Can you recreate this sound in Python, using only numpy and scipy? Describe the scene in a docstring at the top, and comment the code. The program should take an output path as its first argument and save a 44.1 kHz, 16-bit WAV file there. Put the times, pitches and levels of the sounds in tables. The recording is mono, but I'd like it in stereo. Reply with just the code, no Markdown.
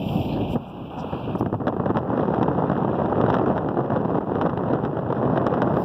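"""A phone with two microphone ports is held at the side window of a car driving along a sandy track.
At first tyres and sand are heard as coloured noise, with dull thumps (brief low tones that swell and
fade evenly) and hissing scuffs. A first gust comes at the edge of the window; then the airstream builds
and eddies batter the ports: noise that follows the flow, with knocks at eddy fronts and sharp spikes.
Each port is subtracted from the other to widen the stereo, so the buffeting is out of phase in the bass."""
import sys
import numpy as np
from scipy import signal
from scipy.fft import rfft, irfft
from scipy.io import wavfile
from scipy.ndimage import uniform_filter1d, minimum_filter1d

SR = 44100
rng = np.random.default_rng(int(sys.argv[2]) if len(sys.argv) > 2 else 0)


def master_out(mix):
    """Clip the mix to full scale and print it as 16-bit PCM to the path in sys.argv[1]."""
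    frames = np.transpose(np.atleast_2d(mix))
    ceiling = np.clip(frames, -1, 1)
    pcm = np.round(ceiling * 32767).astype(np.int16)
    wavfile.write(sys.argv[1], SR, pcm)


N = 257544
TIME = np.arange(N) / SR  # s
FREQ = np.maximum(np.arange(N // 2 + 1) * SR / N, 1)  # Hz

# The car falls in level in two steps as the phone moves out: (time [s], length of the step [s])
MOVES = [(.555, 0.034), (1.42, 0.22)]
# Lift of each sound over its colour: inside the window, at its edge, out in the airstream [dB]
RUMBLE_DB, SPRAY_DB = (2, -9, -15.5), (-16.5, -21, -24.5)
RUSH_DB = (1.5, -9, -27)
# Road rumble, nearly alike on both ports: (frequency [Hz], density [dB per Hz])
RUMBLE_COLOUR = [(25, -76), (60, -46), (140, -42), (260, -48.5), (450, -63.5), (700, -65), (950, -74),
                 (1300, -97), (2100, -112), (6000, -135)]
# Rush on the right port, at first of the tyres: (frequency [Hz], density [dB per Hz])
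RUSH_COLOUR = [(1200, -105), (1800, -100), (2130, -88.5), (2330, -70.5), (2700, -71), (3300, -80),
               (3900, -89), (5200, -103), (6500, -111), (9000, -122), (15000, -130)]
# Hiss on the right port swells for a while: (time [s], lift [dB], length [s])
HISS_SWELLS = [(1.28, 5, 0.49), (3.0, 15.5, 0.6)]
# The tyres spurt through loose sand while the phone is still inside: (time [s], lift [dB])
SPURTS = [(.088, 12), (.215, 9.5), (.254, 9.5), (.312, 4), (0.327, 7), (.373, -4), (.4, 0), (.434, 4.5),
          (.465, 0), (.498, -2), (.528, 5)]
SPURT_S = 0.0053
# Sand spray: (frequency [Hz], density [dB per Hz])
SAND_COLOUR = [(2500, -120), (4500, -80.5), (5800, -97), (6700, -105), (7350, -92), (8200, -108),
               (10500, -99), (12500, -90.5), (15000, -90.5)]
# The tyres throw up more sand: (time [s], lift [dB], length [s])
SAND_BURSTS = [(.16, 16, 0.27), (0.528, 12, 0.053), (5.84, 18.5, 0.16)]
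# Air rushing past the window frame, over its colour: (time [s], level [dB])
FRAME_AIR = [(0, -24), (.14, 1.5), (.25, -27), (.36, -4.5), (.6, -6), (.88, -4), (1.0, 5), (1.12, 4),
             (1.5, -8.5)]
# Colour of the air on the frame: (frequency [Hz], density [dB per Hz])
FRAME_AIR_COLOUR = [(300, -85), (800, -70.5), (1300, -81), (1650, -90.5), (1950, -107), (2500, -86),
                    (5000, -122)]
# Dull thumps as the car rides over ruts: (time [s], peak [dB], pitch [Hz], length [s])
THUMPS = [(.068, -7, 149, 0.0048), (.16, -7.5, 172, 0.01), (.559, -14, 227, 0.012), (1.353, -9, 175, 0.01)]
# Brief hissing scuffs: (time [s], level [dB], length [s], centre [Hz], width [log of frequency ratio])
SCUFFS = [(0.33, -50.5, 0.08, 4260, 0.12), (0.373, -55, 0.062, 1690, 0.12),
          (0.523, -58.5, .034, 7200, 0.58), (.69, -70, .03, 7300, 0.61), (1.0, -53, 0.03, 4600, 0.38),
          (1.195, -62.5, 0.22, 4350, 0.1), (1.36, -68, .012, 6000, 0.71), (1.393, -56, 0.015, 4700, 0.34),
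          (1.394, -59, .02, 13000, 0.38)]
SCUFF_GRAIN_DB = 3

# Airstream strength, building as the phone leaves shelter, then swelling and easing: (time [s], level [dB])
FLOW = [(0, -38), (.26, -38), (.35, -32), (.45, -40.5), (.52, -40), (.85, -43.5), (1.0, -32.5), (1.22, -34),
        (1.42, -30), (1.58, -29), (1.76, -25), (1.9, -22.5), (2.03, -23), (2.15, -19.5), (2.55, -19.5),
        (2.95, -19), (3.3, -15), (3.63, -22), (4.4, -21), (4.52, -24), (4.72, -19), (4.92, -24),
        (5.3, -17.5), (5.84, -19)]
CRUISE_DB = -20  # level of cruising flow in that table
# The first gust, as the phone reaches the edge of the window: (time [s], lift [dB], length [s])
FIRST_GUST = (.555, 24, 0.024)
# The largest eddies that hit the phone: (time [s], lift over the airstream [dB], length [s])
BUFFETS = [(1.043, 10.0, 0.01), (1.124, 10.0, 0.05), (1.277, 6.0, 0.041), (1.35, 15.5, 0.01),
           (1.408, 12.0, 0.019), (1.427, 8, 0.007), (1.46, 14, 0.011), (1.526, 14, 0.011),
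           (1.54, 13.5, 0.019), (1.603, 10, 0.018), (1.669, 14, 0.027), (1.724, 7.5, 0.022),
           (1.764, 8.0, 0.006), (1.798, 11, 0.012), (1.858, 14, 0.008), (1.876, 8, 0.005),
           (1.894, 12, 0.021), (1.948, 9, 0.006), (1.958, 13, 0.022), (2.103, 5.5, 0.01),
           (2.134, 9.0, 0.009), (2.173, 6.5, 0.006), (2.19, 8.0, 0.013), (2.228, 5.0, 0.01),
           (2.281, 10.5, 0.007), (2.332, 5.0, 0.029), (2.386, 10.5, 0.008), (2.408, 8.5, 0.027),
           (2.484, 7, 0.007), (2.579, 8.5, 0.012), (2.621, 8.5, 0.007), (2.636, 8.5, 0.007),
           (2.699, 11.5, 0.008), (2.718, 7.0, 0.009), (2.775, 7.0, 0.012), (2.824, 10.0, 0.006),
           (2.847, 7.0, 0.008), (2.999, 9.5, 0.008), (3.125, 7.5, 0.009), (3.198, 4.5, 0.016),
           (3.238, 7, 0.006), (3.302, 8.0, 0.007), (3.344, 5.5, 0.009), (3.46, 5.0, 0.049),
           (3.501, 8.0, 0.013), (3.559, 7.0, 0.026), (3.688, 8.5, 0.005), (3.769, 9.0, 0.033),
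           (3.805, 7.0, 0.009), (3.902, 7.5, 0.006), (3.913, 5.0, 0.038), (3.953, 6.5, 0.034),
           (4.01, 9, 0.007), (4.047, 10, 0.009), (4.102, 8.0, 0.013), (4.146, 6.5, 0.046),
           (4.183, 9, 0.008), (4.206, 7, 0.007), (4.354, 6.0, 0.033), (4.411, 7.5, 0.017),
           (4.453, 9.0, 0.019), (4.504, 8.0, 0.006), (4.531, 7, 0.007), (4.573, 9, 0.006),
           (4.701, 6.5, 0.007), (4.734, 10.5, 0.01), (4.755, 7.5, 0.006), (4.834, 7.5, 0.032),
           (4.969, 11.5, 0.009), (4.991, 8.0, 0.006), (5.105, 4.5, 0.024), (5.124, 6.5, 0.009),
           (5.227, 5.0, 0.019), (5.252, 6.5, 0.011), (5.358, 5.5, 0.015), (5.372, 10.5, 0.009),
           (5.409, 8.5, 0.008), (5.467, 6.5, 0.015), (5.526, 8.0, 0.006), (5.569, 7.5, 0.013),
           (5.618, 9, 0.018), (5.673, 8.5, 0.007), (5.707, 6.0, 0.016), (5.737, 10, 0.007),
           (5.767, 7.0, 0.02)]
EDDY_RISE_S = 0.0014
STRONGEST_EDDY_DB = 8.5  # soft ceiling of the flow over cruising
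# Brief lulls as the stream lifts off the ports: (time [s], change [dB], length [s])
LULLS = [(1.492, -8, 0.01), (1.514, -7, 0.0067), (1.58, -20, 0.024), (1.714, -7.5, 0.008),
         (1.927, -10.5, 0.016), (3.893, -5, 0.0079), (4.197, -18, 0.012), (4.255, -13, 0.011),
         (5.141, -8.5, 0.006)]
STRAY_EDDIES_PER_S, STRAY_FALL_S, STRAY_DB = 170, 0.0036, 1.49  # the lesser eddies between the large
FLUTTER_HZ, FLUTTER_DB = 67.6, 1.5
# Wind pressure at cruising flow, before the exposure of each port: (frequency [Hz], density [dB per Hz])
WIND_COLOUR = [(25, -65.5), (42, -76), (75, -48), (115, -38), (160, -37.5), (250, -42.5), (450, -50),
               (800, -59), (1400, -73), (2200, -85.5), (3200, -98.5), (4500, -105), (7000, -122),
               (15000, -138)]
# How bands follow the flow: (frequency [Hz], follow [dB per dB of flow],
# depth of fine turbulence [dB], rise on a pressure crest [dB])
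RESPONSE = [(81, 0.88, 1.5, 0), (228, 0.92, 0.46, 0.5), (710, 0.91, 4, 1.16), (1570, 0.9, 4, 3.5),
            (2950, 0.85, 5, 3.5), (7000, 0.46, 3, 0.5)]
DULL_ABOVE_HZ, DULL_PER_OCTAVE = 1200, 0.81  # slow eddies lose treble: dB per octave per dB under cruising
# Which port faces the stream as the phone turns in the hand: (time [s], left over right [dB])
FACING = [(0, 0.5), (1.25, -5), (1.5, 14.5), (2.35, 6.5), (2.88, -14), (3.15, -4.5), (3.35, 4.5), (5.84, 3)]
FACING_GROWS = 0.021  # a large eddy is more one-sided: share per dB of its lift
PORTS_DB = 0.42  # gain of the turbulence on both ports
# Slow swirl behind the window frame, over its colour; the last level holds: (time [s], level [dB])
SWIRL = [(0, -7), (.12, -1), (.25, -17), (.4, -2), (.65, -23), (.95, -14), (1.14, 0.5), (1.25, 5.5),
         (1.4, 11.5), (1.85, 2.5)]
# Colour of the slow swirl: (frequency [Hz], density [dB per Hz])
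SWIRL_COLOUR = [(25, -63.5), (42, -67.5), (70, -49.5), (140, -47), (230, -53.5), (400, -67), (800, -88.5),
                (2000, -130)]
SWIRL_FOLLOW = 0.49  # dB of slow swirl per dB of a large eddy
# Pressure spikes as a vortex breaks on the left port, before gain and colour: (time [s], level [dB])
SPIKES = [(1.4627, -48.5), (1.67, -40), (1.6808, -34.5), (1.859, -48), (1.959, -53), (1.9709, -34.5),
          (1.9875, -45), (2.157, -62), (2.175, -45.5), (2.346, -42.5), (2.361, -49), (2.4302, -34),
          (2.696, -51), (2.717, -42), (3.0595, -43), (3.214, -38), (3.264, -41.5), (3.3021, -35),
          (3.329, -42), (3.3423, -33.5), (3.351, -38), (3.3678, -41.5), (3.3862, -41.5), (3.461, -42.5),
          (3.5791, -39.5), (3.688, -43), (3.9618, -44), (4.4138, -35), (4.42, -40), (4.4622, -41.5),
          (4.496, -42.5), (4.5753, -41.5), (4.734, -40), (4.851, -40), (5.126, -42), (5.3644, -50),
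          (5.376, -35.5), (5.467, -30.5), (5.54, -39), (5.6196, -33), (5.6266, -45), (5.7678, -42.5)]
# Colour of a spike: (frequency [Hz], gain [dB])
SPIKE_COLOUR = [(40, 29.5), (150, 38), (600, 50.5), (1400, 46.5), (2500, 33.5), (4000, 23.5), (7000, 1),
                (15000, -15)]
# Knock of a steep eddy front on a port, at cruising flow: (frequency [Hz], gain [dB])
KNOCK_COLOUR = [(40, -7), (130, 16.5), (500, 11), (1200, 3.5), (1800, -10), (2600, -21), (4000, -37.5),
                (8000, -56.5)]
KNOCK_LATE_S, KNOCK_FOLLOW = 0.001983, 0.55  # delay after the front arrives; dB per dB of flow
KNOCK_PER_LIFT, USUAL_LIFT_DB = 0.28, 11  # an eddy that stands out has a steeper front: dB per dB of lift

OVERLOAD_DB = 0  # pressure at which the microphones flatten out
WIDEN_SHARE, WIDEN_LAG_S = 0.77, 0.000459
TOP_HZ = 15600


def undb(db):
    """Logarithmic level: decibels become an amplitude ratio."""
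    return 10 ** (np.asarray(db) / 20)


def curves(table):
    """Linear interpolation: each column of a timed table, joined by straight lines."""
    s, *columns = np.transpose(table)
    return [np.interp(TIME, s, c) for c in columns]


def white():
    """White noise: equal power in every band, one unit per Hz."""
    return rng.standard_normal(N) * np.sqrt(SR / 2)


def colour(x, points):
    """Minimum-phase filtering: a causal response with its gain through (Hz, dB) points."""
    hz, db = np.transpose(points)
    log_gain = np.log(undb(np.interp(np.log(FREQ), np.log(hz), db)))
    # folding the cepstrum onto positive time makes the response causal
    cepstrum = irfft(log_gain, N)
    cepstrum[1:N // 2] *= 2
    cepstrum[N // 2 + 1:] = 0
    response = irfft(np.exp(rfft(cepstrum)), N)[:SR // 10]
    return signal.fftconvolve(x, response)[:N]


def delay(x, lag_s):
    """Pure delay: both channels start later by a whole number of samples."""
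    return np.pad(x, ((0, 0), (round(lag_s * SR), 0)))[:, :N]


def walk(rate_hz):
    """Low-passed random fluctuation: spread 1, moving up to about the given rate."""
    spectrum = rfft(rng.standard_normal(N)) * np.exp(-(FREQ / rate_hz) ** 2)
    x = irfft(spectrum, N)
    return x / x.std()


def swell(s, length):
    """Gaussian envelope: a bell-shaped rise and fall around one moment."""
    return np.exp(-2 * ((TIME - s) / length) ** 2)


def lifts(table):
    """Superposition of Gaussian envelopes: lift in dB from a table of swells."""
    return sum(lift_db * swell(s, length) for s, lift_db, length in table)


def sheltered(inside_db, edge_db, outside_db):
    """Shelter of the window: level in dB as the phone moves from inside to its edge and then out."""
    to_edge, to_outside = (np.clip((TIME - s) / length + .5, 0, 1) for s, length in MOVES)
    return inside_db + (edge_db - inside_db) * to_edge + (outside_db - edge_db) * to_outside


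def road():
    """Modulated broadband noise: road rumble, air on the frame, a grainy rush and sand spray."""
    rumble_db = sheltered(*RUMBLE_DB)
    rumble = colour(white() * undb(rumble_db + 2 * walk(6.5)), RUMBLE_COLOUR)

    air_db = curves(FRAME_AIR)[0]
    air = colour(white() * undb(air_db + 1.3 * walk(30)), FRAME_AIR_COLOUR)

    spurts_db = lifts((s, db, SPURT_S) for s, db in SPURTS)
    rush_db = sheltered(*RUSH_DB) + lifts(HISS_SWELLS) + spurts_db
    rush = colour(white() * undb(rush_db + 1.6 * walk(50) + 1.4 * walk(400)), RUSH_COLOUR)

    spray_db = sheltered(*SPRAY_DB) + lifts(SAND_BURSTS)
    # independent noise on each port
    left_spray, right_spray = (colour(white() * undb(spray_db + walk(200)), SAND_COLOUR) for _ in range(2))

    left = rumble + air + left_spray
    right = undb(-0.5) * (rumble + air) + rush + undb(-4.5) * right_spray
    return np.array([left, right])


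def thumps():
    """Gaussian tone bursts: brief low tones that swell and fade evenly, the same on both ports."""
    return sum(undb(db) * swell(s, length) * np.sin(2 * np.pi * hz * (TIME - s))
               for s, db, hz, length in THUMPS)


def scuffs():
    """Band-limited noise: short grainy hisses, each with its own brightness."""
    out = 0
    for s, db, length, hz, width in SCUFFS:
        band = np.exp(-(np.log(FREQ / hz) / width) ** 2)
        hiss = irfft(rfft(rng.standard_normal((2, N))) * band, N)
        out = out + hiss / hiss.std() * undb(db) * swell(s, length)
    return out * undb(SCUFF_GRAIN_DB * walk(250))


def slap(s, length, rise_s):
    """Transient envelope: the steep front of an eddy, a short hold and a quick fall."""
    age = TIME - s
    spent = np.clip(age / length, 0, 2)
    front = np.clip(age / rise_s + 1, 0, 1)
    return front * np.exp(-spent * spent * spent) * (spent < 2)


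def buffets():
    """Large-scale turbulence: lift in dB from the first gust and the large eddies."""
    return sum(lift_db * slap(s, length, EDDY_RISE_S) for s, lift_db, length in [FIRST_GUST, *BUFFETS])


def small_eddies(rate, fall_s):
    """Shot noise: random impacts of very unequal strength, dying away; mean 0, spread 1."""
    impacts = (rng.random(N) < rate / SR) * rng.exponential(size=N)
    decaying = signal.lfilter([1], [1, -np.exp(-1 / (fall_s * SR))], impacts)
    x = uniform_filter1d(decaying, size=24)
    return (x - x.mean()) / x.std()


def airstream(buffet_db):
    """Turbulent flow in dB over cruising: steady stream, large and lesser eddies, lulls and flutter."""
    stray = np.tanh(small_eddies(STRAY_EDDIES_PER_S, STRAY_FALL_S))
    stray = stray - uniform_filter1d(stray, size=2200)  # removes the slow drift
    stray_db = STRAY_DB * stray / stray.std()
    steady_db = curves(FLOW)[0] - CRUISE_DB
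    flow_db = steady_db + buffet_db + lifts(LULLS) + stray_db + FLUTTER_DB * walk(FLUTTER_HZ)
    # no eddy is much faster than the stream that drives it
    return flow_db - 2 * np.logaddexp(0, (flow_db - STRONGEST_EDDY_DB) / 2)


def port(flow_db):
    """Turbulent pressure on a port: faster flow is brighter; small eddies crackle on large crests."""
    hz, follow, depth_db, crest_db = np.transpose(RESPONSE)
    noise = rfft(white())
    bursts = 2.86 * np.tanh(small_eddies(rate=500, fall_s=0.0012) / 2.0)
    swing = colour(irfft(noise, N), WIND_COLOUR)
    crests = 2 * np.tanh(np.maximum(swing / swing.std(), 0) ** 2 / 2)
    # how far the flow lies under cruising
    slack_db = np.minimum(curves(FLOW)[0] - CRUISE_DB + buffets() / 2, 0)
    dull = DULL_PER_OCTAVE * np.maximum(np.log2(hz / DULL_ABOVE_HZ), 0)
    pressure = 0
    for k, pick in enumerate(np.eye(len(hz))):
        # overlapping bands that cross-fade along log frequency
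        band = irfft(noise * np.interp(np.log(FREQ), np.log(hz), pick), N)
        band = band * undb(depth_db[k] * bursts + crest_db[k] * crests)
        # the bursts share the power that the stream supplies, so it evens out over a few cycles
        power = uniform_filter1d(colour(band, WIND_COLOUR) ** 2, int(SR * (0.015 + 7 / hz[k])))
        even = band * np.sqrt(power.mean() / power)
        pressure = pressure + even * undb(follow[k] * flow_db + dull[k] * slack_db)
    return colour(pressure, WIND_COLOUR)


def spikes(gain_db, ragged, lead_s, tail_s):
    """Impulsive pressure: each breaking vortex is one steep pulse inside a short ragged burst."""
    kicks = np.zeros(N)
    size = SR // 50
    age = np.arange(-size, size) / SR
    envelope = np.exp(np.minimum(age / lead_s, -age / tail_s))
    for s, db in SPIKES:
        pulse = ragged * rng.standard_normal(len(age)) * envelope
        pulse[size] += 1
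        start = int(s * SR) - size
        kicks[start:start + len(age)] += undb(db + gain_db) * pulse[:N - start]
    return colour(kicks, SPIKE_COLOUR)


def knocks(flow_db, facing_db):
    """Impulse response of a port: each eddy front pushes or pulls the windward one, harder in fast flow."""
    kicks = np.zeros((2, N))
    pulls = rng.integers(2, size=len(BUFFETS))
    for (s, lift_db, _), pull in zip(BUFFETS, pulls):
        at = int((s + KNOCK_LATE_S) * SR)
        windward = int(facing_db[at] < 0)  # 0 left, 1 right
        knock_db = KNOCK_FOLLOW * flow_db[at] + KNOCK_PER_LIFT * (lift_db - USUAL_LIFT_DB)
        kicks[windward, at] = (-1) ** pull * undb(knock_db)
    return np.array([colour(k, KNOCK_COLOUR) for k in kicks])


def wind():
    """Partial coherence: ports share large eddies, not small; windward is louder, left adds swirl and spikes."""
    buffet_db = buffets()
    flow_db = airstream(buffet_db)
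    facing_db = curves(FACING)[0] * (1 + FACING_GROWS * buffet_db)
    # the two exposures split a fixed power
    exposure = undb(PORTS_DB) / np.hypot(1, undb([-facing_db, facing_db]))
    swirl_db = curves(SWIRL)[0] + SWIRL_FOLLOW * buffet_db
    swirl = colour(white() * undb(swirl_db + 0.87 * walk(6.3)), SWIRL_COLOUR)
    left = port(flow_db) * exposure[0] + swirl
    left = left + spikes(gain_db=2.5, ragged=0.058, lead_s=0.0013, tail_s=0.0056)
    right = port(flow_db) * exposure[1]
    return np.array([left, right]) + knocks(flow_db, facing_db)


def scene():
    """Superposition: wind on the ports over the sound of the car."""
    return wind() + road() + thumps() + scuffs()


def widen(ports):
    """Comb filtering: each port less the other delayed, which hollows common sound at 2.2 kHz multiples."""
    return ports - WIDEN_SHARE * delay(ports[::-1], WIDEN_LAG_S)


def record(dry):
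    """Saturation, then stereo widening, peak limiting below full scale and a steep low-pass."""
    rounded = dry / (1 + (dry / undb(OVERLOAD_DB)) ** 4) ** (1 / 4)
    wide = widen(rounded)
    headroom = 1 / np.maximum(np.abs(wide).max(axis=0), 1)
    # hold the lowest gain around each peak, then smooth it twice
    held = minimum_filter1d(headroom, size=111)
    gain = uniform_filter1d(uniform_filter1d(held, size=55), size=55)
    low_pass = signal.ellip(10, .2, 80, TOP_HZ, fs=SR, output="sos")
    return signal.sosfilt(low_pass, wide * gain)


dry = scene()
out = record(dry)
master_out(out)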